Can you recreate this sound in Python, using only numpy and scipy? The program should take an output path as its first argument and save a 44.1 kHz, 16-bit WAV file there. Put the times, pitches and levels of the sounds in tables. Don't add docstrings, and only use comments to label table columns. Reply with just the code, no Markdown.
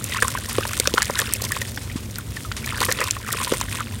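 import sys
import numpy as np
from scipy import signal
from scipy.fft import rfft, irfft
from scipy.io import wavfile
from scipy.ndimage import uniform_filter1d

SR = 44100
rng = np.random.default_rng(int(sys.argv[2]) if len(sys.argv) > 2 else 0)


def bounce(signal):
    frames = np.transpose(np.atleast_2d(signal))
    limited = np.clip(frames, -1, 1)
    pcm = np.round(limited * 32767).astype(np.int16)
    wavfile.write(sys.argv[1], SR, pcm)


N = 176400
TIME_S = np.arange(N) / SR


def amp(db):
    return 10 ** (np.asarray(db) / 20)


def unit_rms(x):
    return x / np.sqrt(np.mean(x ** 2) + 1e-20)


def add(mix, start_s, sound):
    part = mix[max(round(start_s * SR), 0):][:len(sound)]
    part += sound[:len(part)]


def colour(x, spectrum):
    hz, db = np.transpose(spectrum)
    bins_hz = np.fft.rfftfreq(len(x), 1 / SR)
    gain = amp(np.interp(np.log(bins_hz + 1), np.log(hz), db))
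    return unit_rms(irfft(rfft(x) * gain, len(x)))


def shower(grains, rate_per_s, spread_db, max_size):
    out = np.zeros(N)
    for grain in grains:
        hits = rng.random(N) < rate_per_s / len(grains) / SR
        sizes = np.minimum(rng.exponential(1, N)[hits], max_size)
        for start_s, db in zip(TIME_S[hits], spread_db * sizes):
            add(out, start_s, amp(db) * grain)
    return unit_rms(out)


def crack(hz, width_oct, decay_s):
    t = TIME_S[:1024]
    bins_hz = np.fft.rfftfreq(len(t), 1 / SR)
    log_gain = np.maximum(-.5 * (np.log2((bins_hz + 1) / hz) / width_oct) ** 2, -4.5)
    mirrored = np.concatenate([log_gain, log_gain[-2:0:-1]])
    min_phase_band = np.exp(np.conj(signal.hilbert(mirrored)))
    impact = rng.standard_normal(len(t)) * np.exp(-t / decay_s)
    impact[0] += 4
    click = np.fft.ifft(np.fft.fft(impact) * min_phase_band).real
    return click / np.linalg.norm(click)


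def bubble(hz, decay_s, glide, rise_s=.00028):
    t = TIME_S[:2200]
    pitch_hz = hz * (1 + glide * (np.tanh(t / (2 * decay_s)) * 2 - .5))
    envelope = (1 - np.exp(-t / rise_s)) * np.exp(-t / decay_s)
    return envelope * np.sin(2 * np.pi * np.cumsum(pitch_hz) / SR)


def spray(click, decay_s):
    t = TIME_S[:2200]
    noise, jitter = rng.standard_normal((2, len(t)))
    return signal.fftconvolve(noise * abs(jitter) * np.exp(-t / decay_s), click)


def bursts(rows, spectrum, roughness):
    envelope, t = np.zeros(N), TIME_S[:9000]
    for start_s, db, rise_s, decay_s in rows:
        swell = np.minimum(t / rise_s, 1) * np.exp(-np.maximum(t - rise_s, 0) / decay_s)
        add(envelope, start_s, amp(db) * swell)
    noise, jitter = rng.standard_normal((2, N))
    return envelope * colour(noise * abs(jitter) ** roughness, spectrum)


# frequency in Hz, gain in dB.
CRACKLE_SPECTRUM = [(200, -14), (450, -6), (800, -2), (1500, 2), (2500, 0), (3600, 4), (5500, -10.5),
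                    (9300, 5.5), (10600, -2), (12500, -5), (16000, -2.5)]
# frequency in Hz, gain in dB.
HISS_SPECTRUM = [(300, -5), (550, 5.5), (800, -3), (1500, -25.5), (3500, -5.5), (5500, 2.5), (9300, -5.5),
                 (10600, 0.5), (16000, -5.5)]


def grit():
    grains = [crack(hz, width_oct=.85, decay_s=.00035) for hz in np.geomspace(2000, 14000, 40)]
    crackle = colour(shower(grains, rate_per_s=1500, spread_db=5, max_size=4.3), CRACKLE_SPECTRUM)
    flutter_db, flutter_s = 8.5, .006
    flutter = unit_rms(uniform_filter1d(rng.standard_normal(N), int(flutter_s * SR)))
    hiss = colour(rng.standard_normal(N) * amp(flutter_db * flutter), HISS_SPECTRUM)
    return amp(-1.5) * crackle + amp(-2) * hiss


# frequency in Hz, gain in dB.
PATTER_SPECTRUM = [(200, -11), (450, -9.5), (750, -22.5), (1050, -0.5), (1400, -2.5), (1900, -1),
                   (2600, -5), (4000, -15.5), (7000, -5)]


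def patter():
    pitches_hz, decay_cycles = np.linspace(20, 72, 40) ** 2, 2.8
    bubbles = [unit_rms(bubble(hz, decay_s=min(decay_cycles / hz, .004), glide=rng.uniform(-.1, .11)))
               for hz in pitches_hz]
    return colour(shower(bubbles, rate_per_s=800, spread_db=7.5, max_size=2.6), PATTER_SPECTRUM)


# time in seconds, grit gain in dB, patter gain in dB.
SAND_FLOW = [(0.0, -39.5, -42.5), (0.1, -33.5, -40), (0.14, -30.5, -32), (0.18, -38, -31.5),
             (0.23, -30.5, -40), (0.39, -39, -42.5), (0.47, -37, -42), (0.5, -37, -38), (0.56, -35.5, -43),
             (0.73, -32.5, -35.5), (0.91, -37.5, -42.5), (0.99, -34.5, -35.5), (1.13, -36.5, -39),
             (1.2, -32, -32.5), (1.24, -33.5, -33), (1.35, -35, -31), (1.39, -40, -46.5),
             (1.45, -30.5, -33.5), (1.49, -38, -36), (1.55, -34, -35.5), (1.72, -41, -58),
             (1.95, -49.5, -50), (2.12, -48, -54), (2.18, -40, -48), (2.25, -48.5, -51), (2.38, -40.5, -45),
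             (2.42, -40, -67), (2.56, -51, -50), (2.61, -44.5, -43), (2.69, -32.5, -38),
             (2.74, -41.5, -31.5), (2.83, -27, -26.5), (2.88, -36, -40), (2.94, -35.5, -41),
             (3.0, -38, -29), (3.08, -30, -33.5), (3.11, -42.5, -38), (3.24, -40.5, -43.5),
             (3.34, -32.5, -30.5), (3.61, -33, -38), (3.67, -41, -44), (3.75, -29.5, -34.5),
             (3.84, -44.5, -40.5), (4.0, -40, -43.5)]


def pour():
    times_s, grit_db, patter_db = np.transpose(SAND_FLOW)
    grit_gain = amp(np.interp(TIME_S, times_s, grit_db))
    patter_gain = amp(np.interp(TIME_S, times_s, patter_db))
    return grit_gain * grit() + patter_gain * patter()


# frequency in Hz, gain in dB.
RUMBLE_SPECTRUM = [(20, -40), (33, -32), (48, -7.5), (62, -4.5), (84, -3), (94, -2.5), (108, 1), (125, -6),
                   (165, -14), (190, -14), (220, -8), (270, -17), (420, -21), (800, -32.5), (3000, -37.5)]
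# time in seconds, relative level in dB.
RUMBLE_DRIFT = [(0, 0), (1.0, -0.5), (1.8, 0), (2.2, -0.5), (2.8, 1.5), (3.15, -3), (3.55, 0.5), (4, -1)]


def rumble():
    drift_db = np.interp(TIME_S, *np.transpose(RUMBLE_DRIFT))
    return amp(drift_db - 33) * colour(rng.standard_normal(N), RUMBLE_SPECTRUM)


# start in seconds, relative level in dB, centre frequency in Hz.
CRUMB_TICKS = [(0.0419, -13, 8300), (0.1238, -22.5, 4360), (0.1721, -20, 4660), (0.225, -10.5, 7700),
               (0.2271, -20.5, 6240), (0.2815, -14.5, 8200), (0.373, -25, 9800), (0.5303, -21, 11910),
               (0.5824, -18, 3960), (0.7332, -19, 6660), (0.776, -17, 8750), (0.79, -24, 6090),
               (0.7995, -3, 6900), (0.8737, -4, 3960), (0.9391, -11.5, 3980), (0.979, -16, 3140),
               (1.0207, -10.5, 5500), (1.0277, -13, 7500), (1.0461, -22, 5210), (1.0558, -18, 6540),
               (1.1387, -23, 6720), (1.155, -16.5, 4160), (1.1842, -19, 6260), (1.1902, -10, 7500),
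               (1.2006, -13.5, 8400), (1.2058, -34, 3270), (1.217, -15.5, 3640), (1.3368, -6.5, 10300),
               (1.4409, -19, 5900), (1.4502, -17.5, 5570), (1.52, -12.5, 8670), (1.6188, -24, 3500),
               (2.1576, -21.5, 5200), (2.185, -18, 11500), (2.5207, -20.5, 3380), (2.5679, -26, 5740),
               (2.8047, -11.5, 4220), (2.8164, -19, 5180), (2.8483, -13.5, 4920), (2.8528, -11.5, 9190),
               (2.9143, -12.5, 3280), (2.9237, -9, 8400), (3.0049, -15, 6730), (3.015, -26, 6850),
               (3.083, -20, 5830), (3.1093, -8, 6130), (3.285, -24, 8040), (3.3221, -21, 10800),
               (3.3273, -11, 12500), (3.4316, -18.5, 7460), (3.4393, -17.5, 8430), (3.4472, -16.5, 4700),
               (3.5217, -21, 6000), (3.5362, -16, 7060), (3.6122, -16.5, 6600), (3.8046, -22.5, 7800)]


def crumb_ticks():
    out = np.zeros(N)
    window_s = .00044
    for start_s, db, hz in CRUMB_TICKS:
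        click = crack(hz, width_oct=.5, decay_s=.00022) * np.sqrt(window_s * SR)
        chips = spray(crack(hz, width_oct=1, decay_s=.0001), decay_s=.0018)
        add(out, start_s, amp(db - .5) * click)
        add(out, start_s, amp(db - 3) * chips)
    return out


# start in seconds, relative level in dB, nominal pitch in Hz, decay in seconds.
PEBBLE_PLIPS = [(0.1234, -23, 2005, 0.0036), (0.223, -11, 1690, 0.0041), (0.248, -20, 1110, 0.0053),
                (0.2816, -20, 1400, 0.002), (0.351, -19, 1070, 0.0035), (0.374, -27, 1594, 0.0059),
                (0.5829, -20, 1170, 0.0032), (0.6085, -29.5, 1270, 0.0059), (0.627, -25.5, 1610, 0.0034),
                (0.6336, -20.5, 2750, 0.0017), (0.6522, -22.5, 980, 0.0024), (0.7335, -20.5, 1470, 0.0016),
                (0.7994, -20, 2280, 0.0014), (0.8565, -17.5, 1570, 0.0017), (0.8718, -25, 1390, 0.0015),
                (0.9738, -19, 1246, 0.0067), (0.9801, -6.5, 1470, 0.0014), (1.0064, -23, 1290, 0.0022),
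                (1.015, -30, 1940, 0.0076), (1.02, -14, 1720, 0.0017), (1.0283, -18, 1780, 0.0015),
                (1.0978, -18, 1020, 0.0017), (1.1758, -26.5, 1530, 0.0039), (1.1926, -13, 1790, 0.002),
                (1.52, -19, 1820, 0.0044), (1.5664, -18.5, 1200, 0.0015), (1.6166, -21, 1944, 0.0043),
                (1.7746, -20, 1665, 0.0016), (1.898, -28, 2040, 0.0021), (1.9153, -31.5, 2400, 0.0025),
                (2.1852, -27.5, 1450, 0.0036), (2.3684, -26.5, 1844, 0.0048), (2.4492, -33, 1296, 0.01),
                (2.516, -18, 1510, 0.0011), (2.6434, -27.5, 2340, 0.0037), (2.6754, -24, 1850, 0.002),
                (2.745, -29, 1810, 0.0034), (2.8172, -15.5, 1056, 0.0027), (2.8396, -25, 2000, 0.0041),
                (2.8885, -22.5, 1810, 0.0063), (2.9143, -10.5, 1900, 0.00098), (2.9253, -27, 1590, 0.0015),
                (2.9876, -19.5, 1970, 0.0014), (3.0038, -25, 1720, 0.005), (3.015, -23, 1290, 0.0033),
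                (3.1665, -25.5, 1150, 0.0029), (3.2893, -24, 1265, 0.0036), (3.414, -23.5, 1074, 0.0037),
                (3.4721, -26.5, 1010, 0.0059), (3.5187, -17, 1310, 0.0012), (3.5376, -23.5, 1080, 0.0035),
                (3.613, -19, 1080, 0.002), (3.8055, -19, 1258, 0.0038)]


def pebble_plips():
    out = np.zeros(N)
    for start_s, db, hz, decay_s in PEBBLE_PLIPS:
        splash = spray(crack(1.02 * hz, width_oct=.95, decay_s=.0006), decay_s=.0045)
        add(out, start_s, amp(db + 6) * bubble(hz, decay_s, glide=-.06))
        add(out, start_s, amp(db - 6) * splash)
    return out


# start in seconds, level in dB, rise in seconds, decay in seconds.
CLUMP_SPLASHES = [(.2235, -16.5, 0.0015, 0.0078), (.980, -23.5, 0.0011, 0.0084), (1.198, -27, 0.0031, 0.01),
                  (2.808, -34.5, 0.0038, 0.015), (2.885, -20, 0.00094, 0.016), (2.985, -26.5, 0.0057, 0.01),
                  (3.012, -18.5, 0.0033, 0.011), (3.534, -21, 0.0023, 0.0082)]
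# frequency in Hz, gain in dB.
SPLASH_SPECTRUM = [(200, -26), (500, 5.5), (750, -19), (1100, 2.5), (1450, -8), (2050, -4.5), (2700, -12.5),
                   (4000, -22), (8000, -19), (16000, -32)]


def clump_splashes():
    return bursts(CLUMP_SPLASHES, SPLASH_SPECTRUM, roughness=1.3)


# start in seconds, relative level in dB, nominal pitch in Hz.
LUMP_PLOPS = [(0.2284, -28, 470), (0.584, -16, 446), (0.6527, -33, 520), (0.799, -25, 443),
              (0.8748, -21, 480), (0.9401, -16, 410), (1.0984, -23.5, 490), (1.218, -30.5, 426),
              (2.81, -26, 410), (2.8883, -28.5, 583), (2.9991, -28, 513), (3.3477, -32.5, 390),
              (3.5224, -14, 430)]


def lump_plops():
    out = np.zeros(N)
    for start_s, db, hz in LUMP_PLOPS:
        slap = spray(crack(hz, width_oct=.8, decay_s=.0003), decay_s=.005)
        cavity = bubble(hz, decay_s=.003, glide=.2, rise_s=.0004)
        add(out, start_s, amp(db - 6.5) * slap)
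        add(out, start_s, amp(db + 10.5) * cavity)
    return out


# start in seconds, level in dB, rise in seconds, decay in seconds.
FINGER_SCRAPES = [(.491, -28.5, 0.0044, 0.032), (1.67, -35, 0.011, 0.02), (1.81, -38, .008, 0.046),
                  (1.957, -34.5, .008, 0.026), (2.022, -42, .012, 0.017), (2.355, -37.5, 0.011, 0.021),
                  (2.565, -28, 0.002, 0.022)]
# frequency in Hz, gain in dB.
SCRAPE_SPECTRUM = [(300, -28), (900, 7), (2000, 6), (4000, 6), (9500, 3), (11000, 4), (16000, -35)]


def hands():
    out = bursts(FINGER_SCRAPES, SCRAPE_SPECTRUM, roughness=.8)
    thump = bubble(hz=235, decay_s=.0038, glide=.05, rise_s=.0016)
    add(out, start_s=1.957, sound=amp(-9.5) * thump)
    return out


def reflections(x, decay_s, delay_s=.0018):
    t = TIME_S[:8000]
    taps = rng.standard_normal(len(t)) * np.exp(-t / decay_s)
    taps *= (rng.random(len(t)) < .1) & (t > delay_s)
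    return signal.fftconvolve(x, taps / np.linalg.norm(taps))[:N]


def scene():
    direct = pour() + crumb_ticks() + pebble_plips() + clump_splashes() + lump_plops() + hands()
    tub = amp(-17.5) * reflections(direct, decay_s=.0017)
    yard = amp(-30.5) * reflections(direct, decay_s=.027)
    return (direct + tub + yard + rumble())[None]


# frequency in Hz, gain in dB.
MIC_RESPONSE = [(20, 1), (9600, 1), (10400, -3), (12000, -0.5), (16000, -3.5)]


def record(dry):
    mic_gain = amp(np.interp(np.fft.rfftfreq(N, 1 / SR), *np.transpose(MIC_RESPONSE)))
    clipped = np.clip(irfft(rfft(dry) * mic_gain, N), -1, 1)
    cutoff_hz = 16000
    lowpass = signal.firwin(401, cutoff_hz, window=("kaiser", 8), fs=SR)
    return signal.oaconvolve(clipped, lowpass[None], "same")


dry = scene()
out = record(dry)
bounce(out)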